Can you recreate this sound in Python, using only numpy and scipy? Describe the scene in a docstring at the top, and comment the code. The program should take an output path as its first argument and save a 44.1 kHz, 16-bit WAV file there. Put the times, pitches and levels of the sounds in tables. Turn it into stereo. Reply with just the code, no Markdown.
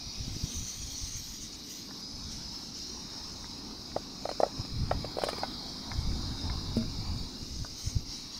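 """Gas burner and fruit pot in a windy garden

A small burner hisses: shaped noise, with spans of a thinner, higher flaring hiss and a low roar.
Fruit lands in a metal pot: decaying modes knock, noise bursts splat; one bump rings the pot wall.
Small dry ticks are short sine clusters; sparse echoes follow all pot sounds.
Wind is low noise at two microphone ports plus single swings; a far rumble is nearly common to both.
"""
import sys
import numpy as np
from scipy import signal
from scipy.fft import rfft, irfft
from scipy.io import wavfile
from scipy.ndimage import uniform_filter1d

SR = 44100
rng = np.random.default_rng(int(sys.argv[2]) if len(sys.argv) > 2 else 0)


def wav_out(sig):
    """Save sig, one row per channel (or a flat mono array), as 16-bit PCM at SR to the path in sys.argv[1]."""
    wavfile.write(sys.argv[1], SR, np.round(np.clip(np.atleast_2d(sig).T, -1, 1) * 32767).astype(np.int16))


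N = 369999

# Colour tables: f/Hz, density/dB per Hz, relative.
# Steady jet: t/s, level/dB in 3.5-5.5 kHz before flutter, resonance factor, extra right lag/samples
JET = [(0.0, -44, 0.98, 0.11), (0.44, -44, 0.96, 0.1), (0.47, -47, 0.87, 0.15), (2.1, -47, 0.99, 0.23),
       (2.36, -44, 0.98, 0.1), (2.71, -47, 1.0, 0.1), (2.76, -44, 1.0, 0.3), (4.21, -46.5, 0.98, 0.3),
       (4.32, -44.5, 0.99, 0.1), (4.55, -46, 1.0, 0.1), (4.58, -44.5, 1.0, 0.1), (4.67, -46, 0.98, 0.1),
       (5.16, -45, 0.94, 0.1), (5.28, -41.5, 0.94, 0.14), (5.58, -44, 0.94, 0.088),
       (5.68, -43.5, 0.95, 0.033), (7.99, -46, 1.0, 0.033), (8.04, -50, 0.98, 0.1), (8.13, -42.5, 1.0, 0.1),
       (8.25, -45.5, 1.0, 0.1), (8.39, -46.5, 0.92, 0.1)]
# Jet colour at resonance factor 1: f/Hz, density/dB
JET_COLOUR = [(1700, -22.5), (2400, -15), (3200, -20.5), (3700, -9), (4100, -5), (4500, -3), (5100, 2.5),
              (5700, -1.5), (6400, -10), (7200, -19.5), (8500, -23.5), (10500, -28.5), (11700, -33.5),
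              (13200, -30.5), (15700, -33)]
# Flare spans, each of rows: t/s, level/dB in 5.7-6.9 kHz before trim, whistle re level/dB before trim,
# whistle f/Hz
FLARE = [
    [(0.2, -52, -18, 13500), (0.23, -52, -23, 13500), (0.394, -49.5, -15, 13400), (0.56, -42.5, -18, 14650),
     (0.63, -46.5, -14, 14400), (0.666, -44, -18, 14400), (0.796, -46, -14, 14100),
     (0.816, -44.5, -26, 14400), (0.84, -47, -20, 14300), (0.942, -47.5, -12, 14300),
     (0.956, -46, -18, 14200), (1.146, -45.5, -19, 14250), (1.172, -43, -15, 14700),
     (1.216, -51, -10, 13600), (1.348, -46, -14, 14100), (1.398, -53, -11, 14000),
     (1.418, -46.5, -19, 14800), (1.508, -54, -18, 13600), (1.552, -49, -31, 14100),
     (1.562, -53, -14, 13500), (1.632, -55.5, -15, 12900), (1.714, -47, -9, 14500),
     (1.888, -58.5, -12, 13350), (1.994, -53, -18, 13300), (2.0, -47, -14, 13200)],
    [(2.2, -65, -11, 13100), (2.234, -70, -10, 13300), (2.242, -62, -19, 13500), (2.276, -66, -30, 13100),
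     (2.326, -44.5, -29, 13700), (2.502, -65, -29, 12700), (2.524, -50.5, -19, 12500),
     (2.676, -53, -19, 13100), (2.712, -57, -34, 13800), (2.728, -71, -7, 13500), (2.732, -62, -29, 13500),
     (2.776, -50.5, -20, 13600), (2.922, -72, -14, 13300), (3.1, -65, -31, 13300)],
    [(7.4, -51, -18, 13400), (7.408, -51, -33, 13400), (7.46, -52.5, -20, 12900), (7.75, -55.5, -18, 13900),
     (7.782, -48.5, -13, 14100), (7.888, -44, -23, 14500), (7.986, -59, -15, 13100),
     (8.044, -67, -3, 13400), (8.052, -60, -26, 13500), (8.114, -54, -15, 13500), (8.154, -51, -29, 13400),
     (8.306, -58, -16, 13300), (8.328, -52, -30, 13400), (8.384, -50, -19.5, 13600), (8.39, -64, -9, 13500)],
]
# Flare colour at a 14300 Hz whistle: f/Hz, density/dB
FLARE_COLOUR = [(1700, -27), (2100, -18.5), (2600, -21.5), (3200, -17.5), (4500, -22), (5400, -8),
                (5800, 1.5), (6150, -1), (6700, -8.5), (7600, -24.5), (8300, -16.5), (9300, -26.5),
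                (10000, -26.5), (10700, -24.5), (11700, -37)]
# Whistle colour at a 14300 Hz whistle: f/Hz, density/dB
WHISTLE_COLOUR = [(12000, -32), (13200, -14), (14000, -9), (14350, -8), (14700, -10), (15200, -24),
                  (16000, -36)]
# Flame roar: t/s, level/dB in 0.6-1.4 kHz before trim
ROAR = [(0.0, -63), (0.33, -58.5), (1.56, -66), (1.87, -59), (2.85, -58.5), (3.13, -54.5), (3.57, -56.5),
        (4.06, -56), (4.51, -54.5), (4.74, -55), (5.16, -50.5), (5.35, -48.5), (5.73, -53.5), (6.36, -50.5),
        (6.73, -54), (6.87, -57), (7.1, -53), (7.62, -65), (7.85, -62.5), (8.39, -58)]
# Roar colour: f/Hz, density/dB
ROAR_COLOUR = [(300, -29), (450, -6), (600, -7.5), (850, 1), (1200, -3), (1500, -8.5), (2300, -19.5),
               (3500, -28.5)]
# Far rumble: t/s, level/dB in 200-400 Hz
RUMBLE = [ [(0.0, -56), (0.44, -50), (0.72, -56), (1.52, -53.5), (2.15, -51.5), (2.94, -51.5), (3.81, -49),
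          (4.21, -50), (5.33, -46.5), (5.56, -48.5), (6.4, -47.5), (6.56, -46), (7.01, -48), (7.27, -48.5),
          (7.8, -53.5), (8.39, -53)], ][0]
# Rumble colour: f/Hz, density/dB
RUMBLE_COLOUR = [(15, -24), (30, 5.5), (60, -1), (110, -2.5), (190, 3), (270, 5), (340, -3.5), (420, -8),
                 (520, -15), (700, -19), (1000, -70)]
# Wind on the ports: t/s, level/dB in 20-150 Hz before trim and lumps, left minus right/dB
WIND = [(0.0, -62, 5), (0.07, -40.5, -13.0), (0.14, -60, 9), (0.18, -40, -15.0), (0.37, -41, -9),
        (0.4, -52, -6.0), (0.44, -37, -18.5), (0.51, -54, 21), (0.54, -55, -14.0), (0.56, -37, -23),
        (0.63, -38, -14), (0.7, -61, -10), (0.79, -40, -2), (0.86, -42, -18), (0.91, -47, -1),
        (0.98, -50, -10), (1.03, -44.5, 20), (1.26, -47, -2), (1.33, -47.5, 10.5), (1.78, -65, 5),
        (2.08, -65, -0.5), (2.15, -40, -19), (2.19, -44, -2), (2.38, -48, 22), (2.55, -54, 2),
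        (2.59, -67, -3.5), (2.66, -58, 4.0), (2.87, -60, -4), (2.99, -50, -12), (3.08, -61, 2.0),
        (3.39, -46.5, 8), (3.46, -53, 2), (3.55, -53, -7), (3.83, -56, -3), (3.95, -49, -8), (4.09, -61, 7),
        (4.3, -54, 0.5), (4.53, -72, 0), (4.58, -36, 22.0), (4.6, -35, 23.0), (4.65, -53, 14),
        (4.7, -43, 16), (4.74, -34, 9.5), (4.79, -32, 5), (4.91, -34.5, 6.5), (4.95, -34, 14),
        (5.09, -41, 13.5), (5.12, -56, 13), (5.28, -47.5, 9), (5.56, -49, 13), (5.61, -57, 2.5),
        (5.82, -56, 12), (5.96, -38.5, 14), (5.98, -34, 23.0), (6.03, -32.5, 17), (6.12, -30.5, 25),
        (6.17, -35, 9), (6.22, -38, 15), (6.31, -36, -7), (6.4, -41.5, -4), (6.47, -31, 9),
        (6.61, -41.5, 5.5), (6.63, -36, 17), (6.82, -32.5, 12), (6.92, -36, 28), (6.94, -49, 14.5),
        (6.99, -27, 19), (7.03, -39, 18), (7.12, -31.5, 23.5), (7.2, -36.5, 16), (7.24, -32.5, 6),
        (7.29, -49, -1), (7.36, -64, 7), (7.43, -38.5, 27), (7.48, -45, 21), (7.62, -34.5, 23),
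        (7.67, -49.5, -3), (7.74, -47.5, -1.5), (7.83, -51, 10), (7.87, -33, 21.0), (7.92, -49, 14.0),
        (7.97, -33, 9), (8.06, -50, 6), (8.11, -41.5, -8), (8.18, -48.5, -4), (8.34, -62, -2.5),
        (8.39, -45, -13)]
# Wind colour at a -40 dB table level: f/Hz, density/dB
WIND_COLOUR = [(9, -29), (20, -0.5), (70, 0), (110, -7), (160, -11.5), (220, -23), (300, -26.5), (450, -44),
               (900, -93)]
# Wind pops: start t/s, gain/dB, pitch f/Hz, left minus right/dB
POPS = [(0.193, -28, 104, -22), (0.263, -28, 169, -24), (0.349, -27, 158, -25), (0.424, -20, 108, -27),
        (1.019, -29, 56.5, 17.5), (1.138, -33, 80.7, 18), (4.58, -23.5, 104, 24), (5.973, -19, 85.3, 30),
        (6.028, -40, 57.7, 10.5), (6.087, -40, 94.2, 15.5), (6.828, -33, 80.7, 17), (7.858, -21, 77, 25),
        (7.949, -16.5, 84, 22)]
# Port pair: f/Hz, likeness/0-1 before "alike", left lead/rad, left minus right/dB before "alike"
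PORTS = [(61, 0.76, 0, 4.5), (157.7, 0.6, -5, 2.5), (318, .995, 0.63, -5.4), (550, 0.74, 0.74, 1.5),
         (850, 1, -1.25, 2), (1300, 0.65, 0.5, -3), (2500, 0.33, 2, -0.5), (3120, 0.44, 7.3, 2.5),
         (3830, 0.94, -0.1, 1.5), (4470, 1, 1.59, -1), (5230, 0.92, 2.5, -9), (5370, 0.71, 4, -3),
         (5860, 0.87, 3.5, -6.5), (6380, 0.6, 4.5, 0), (7400, 0.64, 9.5, 6.5), (8220, 0.8, 10, -2),
         (10340, 0.3, 17, 6), (11600, 0.5, 16, -1), (13000, 0.5, 12, -6), (14150, .45, 24, -7),
         (14800, 0.6, 23, 1)]
# Fruit landings: t/s, knock peak/dB, hardness/dB per octave, time until waves meet/ms,
# pitch factor, ring length factor, splat level/dB
FRUIT = [(3.963, -18, -7, 4.13, 1.03, 0.4, -68), (4.2535, -20, -1.5, 3.7, 1.01, 0.67, -64),
         (4.2895, -21, 1.5, 4, 1.05, 0.78, -59), (4.313, -23.5, 6, 2.5, 0.81, 0.68, -66),
         (4.4016, -12, -2, 1.9, 0.93, 1.0, -57.5), (4.4311, -9.5, -4.5, 4.8, 1.02, 0.91, -65),
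         (4.463, -28.5, -5, 3.6, 0.84, 1.0, -74), (4.648, -37, 8, 2.8, 0.93, 1.0, -66),
         (4.911, -13, 1.5, 5.13, 1.02, 0.85, -64), (5.045, -25.5, -4, 2.2, 0.87, 1.0, -66),
         (5.169, -23, 1, 2.2, 0.73, 1, -66), (5.185, -17.5, 2.5, 1.75, 0.89, .9, -60),
         (5.217, -22, 6.5, 2.6, 1.1, 1.0, -58), (5.236, -12.5, 6.5, 1.96, 0.825, 0.84, -46.5),
         (5.267, -26, -6, 3.24, 0.87, 0.9, -62), (5.2855, -19, 5, 5.3, .97, 0.88, -49),
         (5.33, -23, 10.5, 2.9, 0.64, 0.89, -64), (5.381, -30, 7, 5.8, 0.63, 0.85, -57),
         (5.4328, -16.5, 4, 2.6, 1.14, 1.0, -67), (6.767, -25.5, -3, 3.1, .7, 0.62, -55)]
# Pot floor modes before pitch, hardness and ring factors: f/Hz, level/dB, t60/s
POT_FLOOR = [(352, -19, 0.059), (518, 0, .022), (564, 12, 0.019), (698.4, 11.5, 0.033), (853, 2, 0.03),
             (856, 0, 0.0099), (1115, -6, 0.044), (1295, -4, .045), (1477, -14.5, 0.042),
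             (1843, -10, 0.032), (2226, -13.5, .025), (2960, -23, 0.049), (3640, -17.5, 0.028)]
# Splat colour: f/Hz, density/dB
SPLAT_COLOUR = [(800, -17), (2000, 5), (4500, -1.5), (7000, -1.5), (9500, 2), (12000, -12), (14000, -12),
                (16000, -10)]
# Wall bump: t/s, peak/dB
BUMP = [(6.767, -20)][0]
# Pot wall modes before ring factor: f/Hz, level/dB, t60/s
POT_WALL = [(227.4, 1.5, 0.33), (450, -25, 0.81), (639, -20, 0.5), (696, -20, 0.051), (1400, -34, 1.4)]
# Dry ticks of spoon, basin and fruit stones: t/s, peak/dB, third partial f/Hz, t60/s
TICKS = [(1.891, -42, 830, 0.018), (1.908, -38, 1440, 0.023), (3.442, -37, 1600, 0.014),
         (3.916, -42, 1900, 0.031), (4.942, -40, 746, .025), (5.048, -38, 2180, .02),
         (5.915, -28, 1740, 0.016), (6.002, -48, 9200, .02), (6.117, -40, 2030, .02),
         (6.233, -42, 890, .025), (6.447, -55, 8800, 0.0073), (6.497, -31.5, 1750, 0.02),
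         (6.659, -44, 1020, 0.026), (6.762, -44, 9900, 0.019), (6.824, -40, 1320, 0.027),
         (7.646, -33.5, 1200, 0.024)]


def gain_of(db):
    """Decibels to amplitude gain."""
    return 10 ** (np.asarray(db) / 20)


def evened(x):
    """Scale to rms 1."""
    return x / np.sqrt(np.mean(x ** 2) + 1e-20)


def read(points, hz, order=1):
    """Interpolate one spectrum column, linear on a log-frequency axis."""
    table = np.transpose(points)
    return np.interp(np.log(hz + 1), np.log(table[0] + 1), table[order])


def follow(rows, t_s):
    """Interpolate all columns of a time table at t_s."""
    row_s, *columns = np.transpose(rows)
    return [np.interp(t_s, row_s, column) for column in columns]


def add(mix, start_s, sound):
    """Add a two-channel sound in place, cut at the end of the mix."""
    part = mix[:, max(round(start_s * SR), 0):][:, :sound.shape[1]]
    part += sound[:, :part.shape[1]]


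def panned(x, pan_db):
    """Split by left/right ratio; the port mean keeps the level of x when one port takes nearly all."""
    left, right = gain_of(pan_db / 2), gain_of(-pan_db / 2)
    return 2 * x * np.array([left, right]) / np.hypot(left, right)


def noise(colour, band_hz, size, shift=lambda t_s: 1 + 0 * t_s, lag_samples=lambda t_s: 0 * t_s,
          patchy_db=0., streaky_db=0., alike=0.8):
    """Random short-time spectra through the port pair; port mean has rms 1 in band; shift slides colour."""
    hop = size // 4
    hz = np.fft.rfftfreq(size, 1 / SR)[:, None]
    t_s = np.arange(N // hop + 5) * hop / SR
    a, b, c, d, patches, streaks = rng.standard_normal((len(t_s), len(hz), 6)).T
    # axis 0 is frequency, axis 1 time: streaks are narrow and lasting
    patches = uniform_filter1d(patches, size=8, axis=0)
    patches = evened(uniform_filter1d(patches, size=16, axis=1))
    streaks = uniform_filter1d(streaks, size=3, axis=0)
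    streaks = evened(uniform_filter1d(streaks, size=120, axis=1))

    same = np.clip(alike * read(PORTS, hz), 0, 1)
    lead_rad = read(PORTS, hz, order=2) + 2 * np.pi * hz * lag_samples(t_s) / SR
    tilt = gain_of(alike * read(PORTS, hz, order=3) / 2)
    left = a + 1j * b
    right = same * left * np.exp(-1j * lead_rad) + np.sqrt(1 - same ** 2) * (c + 1j * d)
    spectra = np.array([left * tilt, right / tilt])
    spectra *= gain_of(read(colour, hz / shift(t_s)) + patchy_db * patches + streaky_db * streaks)

    inside = (hz >= band_hz[0]) & (hz <= band_hz[1])
    full, part = (signal.istft(z, nperseg=size, noverlap=size - hop)[1][:, :N]
                  for z in (spectra, spectra * inside))
    return full / np.sqrt(np.mean(part.mean(0) ** 2))


def flutter(rate_hz):
    """Low-passed random curve of rms 1; half amplitude at rate_hz."""
    hz = np.fft.rfftfreq(N, 1 / SR)
    return evened(irfft(rfft(rng.standard_normal(N)) / (1 + (hz / rate_hz) ** 2), N))


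def burner():
    """Turbulent gas rings nozzle and burner head: steady jet, flare with pitched whistle, flame roar."""
    t_s = np.arange(N) / SR
    jet = noise(JET_COLOUR, (3500, 5500), size=1024, shift=lambda s: follow(JET, s)[1],
                lag_samples=lambda s: follow(JET, s)[2], patchy_db=1.7, streaky_db=2.5)
    jet *= gain_of(follow(JET, t_s)[0] + 0.4 * flutter(10.4))

    rows = [row for span in FLARE for row in span]
    level_db, whistle_db, _ = follow(rows, t_s)

    def slide(s):
        return follow(rows, s)[2] / 14300

    flare = noise(FLARE_COLOUR, (5700, 6900), size=1024, shift=lambda s: slide(s) ** 0.73,
                  patchy_db=2.15, streaky_db=1.5)
    whistle = noise(WHISTLE_COLOUR, (13300, 15500), size=512, shift=slide)
    flare += whistle * gain_of(whistle_db - 1.0)
    burning = sum((t_s > span[0][0]) & (t_s < span[-1][0]) for span in FLARE)
    fade = uniform_filter1d(1. 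* burning, size=4000)
    flare *= gain_of(level_db - 1.5 + 0.93 * flutter(25.)) * fade

    roar = noise(ROAR_COLOUR, (600, 1400), size=1024, patchy_db=2.5)
    roar *= gain_of(follow(ROAR, t_s)[0] - 1.18)
    return jet + flare + roar


def rumble():
    """Far, low wash; its waves are so long that both ports hear nearly the same."""
    wash = noise(RUMBLE_COLOUR, (200, 400), size=2048, patchy_db=1.04, alike=0)
    shared = wash.mean(0)
    level_db = follow(RUMBLE, np.arange(N) / SR)[0]
    return (shared + .08 * (wash - shared)) * gain_of(level_db)


def wind():
    """Lumpy pressure, unrelated at the ports, brighter in strong gusts; single swings where an eddy bursts."""
    level_db, pan_db = follow(WIND, np.arange(N) / SR)

    def brighter(s):
        return 2 ** (0.023 * (follow(WIND, s)[0] + 40))  # octaves per dB of gust

    lumps = gain_of(1.93 * np.array([flutter(21.0), flutter(13.0)]))
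    gusts = noise(WIND_COLOUR, (20, 150), size=1024, shift=brighter, alike=0)
    out = panned(gusts * gain_of(level_db - 5.0) * lumps, pan_db)
    for start_s, pop_db, hz, pop_pan_db in POPS:
        cycles = np.arange(-.018, .04, 1 / SR) * hz  # from the envelope peak, 18 ms after the start
        swing = -np.cos(2 * np.pi * cycles + 0.77) * np.exp(-abs(cycles / 0.32) ** 1.3)
        add(out, start_s, panned(gain_of(pop_db) * swing, np.full(len(cycles), pop_pan_db)))
    return out


def rung(modes, bright_db, focus_ms, pitch, ring, t_s):
    """Decaying modes in phase at focus_ms, as waves meet in a round pot; peak 1."""
    body = 0
    for hz, db, t60_s in modes:
        level_db = db + bright_db * np.log2(hz / 700) - 60 * t_s / (t60_s * ring)
        body = body + gain_of(level_db) * np.cos(2 * np.pi * hz * pitch * (t_s - focus_ms / 1000))
    body = body * np.minimum(t_s / .0012, 1)  # soft flesh takes a moment to load the metal
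    return body / abs(body).max()


def pot():
    """Fruit knocks the pot floor and splats; small things tick; one bump rings the wall."""
    out, t_s = np.zeros((2, N)), np.arange(4000) / SR
    both = np.ones((2, 1))
    spray = noise(SPLAT_COLOUR, (7500, 12000), size=256, alike=0.3)
    for start_s, peak_db, bright_db, focus_ms, pitch, ring, splat_db in FRUIT:
        knock = gain_of(peak_db) * rung(POT_FLOOR, bright_db, focus_ms, pitch, max(ring, .2), t_s)
        burst = np.minimum(t_s / 0.0016, 1) / (1 + (t_s / 0.016) ** 6.3)  # juice sprays briefly
        splat = gain_of(splat_db) * burst * spray[:, round(start_s * SR):][:, :len(t_s)]
        add(out, start_s, knock + splat)

    for start_s, peak_db, hz, t60_s in TICKS:
        tick = sum(np.sin(2 * np.pi * hz * ratio * t_s) for ratio in (.58, .77, 1.0, 1.22))
        tick = tick * gain_of(-60 * t_s / t60_s) * np.minimum(t_s / 0.0014, 1)
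        add(out, start_s, gain_of(peak_db) * tick / abs(tick).max() * both)

    held_s = 0.1  # until the settling fruit stops the ring
    wall = rung(POT_WALL, 0, 3.25, 1, 0.81, t_s) / (1 + (t_s / held_s) ** 7.4)
    bump_s, bump_db = BUMP
    add(out, bump_s, gain_of(bump_db) * wall * both)
    return out


def garden(x):
    """Sparse echoes from table, paving and wall, partly shared by the ports; lows spread away."""
    t_s, t60_s = np.arange(6000) / SR, 0.071
    taps = rng.standard_normal((6000, 3)).T * (rng.random((6000, 3)).T < .05)
    taps = taps * gain_of(-60 * t_s / t60_s) * (t_s > .003)
    high_pass = signal.butter(2, 400, "high", fs=SR, output="sos")
    taps = signal.sosfilt(high_pass, taps[2] + 0.84 * taps[:2])
    return signal.fftconvolve(x, taps / np.linalg.norm(taps[0]), axes=1)[:, :N]


def scene():
    """Sum of all sources at the ports, plus echoes of the pot."""
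    knocks = pot()
    return burner() + rumble() + wind() + knocks + gain_of(-9.0) * garden(knocks)


def record(dry):
    """Linear-phase low-pass: the band limit."""
    edge_hz = 15730
    edge = signal.firwin(1023, edge_hz, window=("kaiser", 9), fs=SR)
    return signal.oaconvolve(dry, edge[None], "same")


dry = scene()
out = record(dry)
wav_out(out)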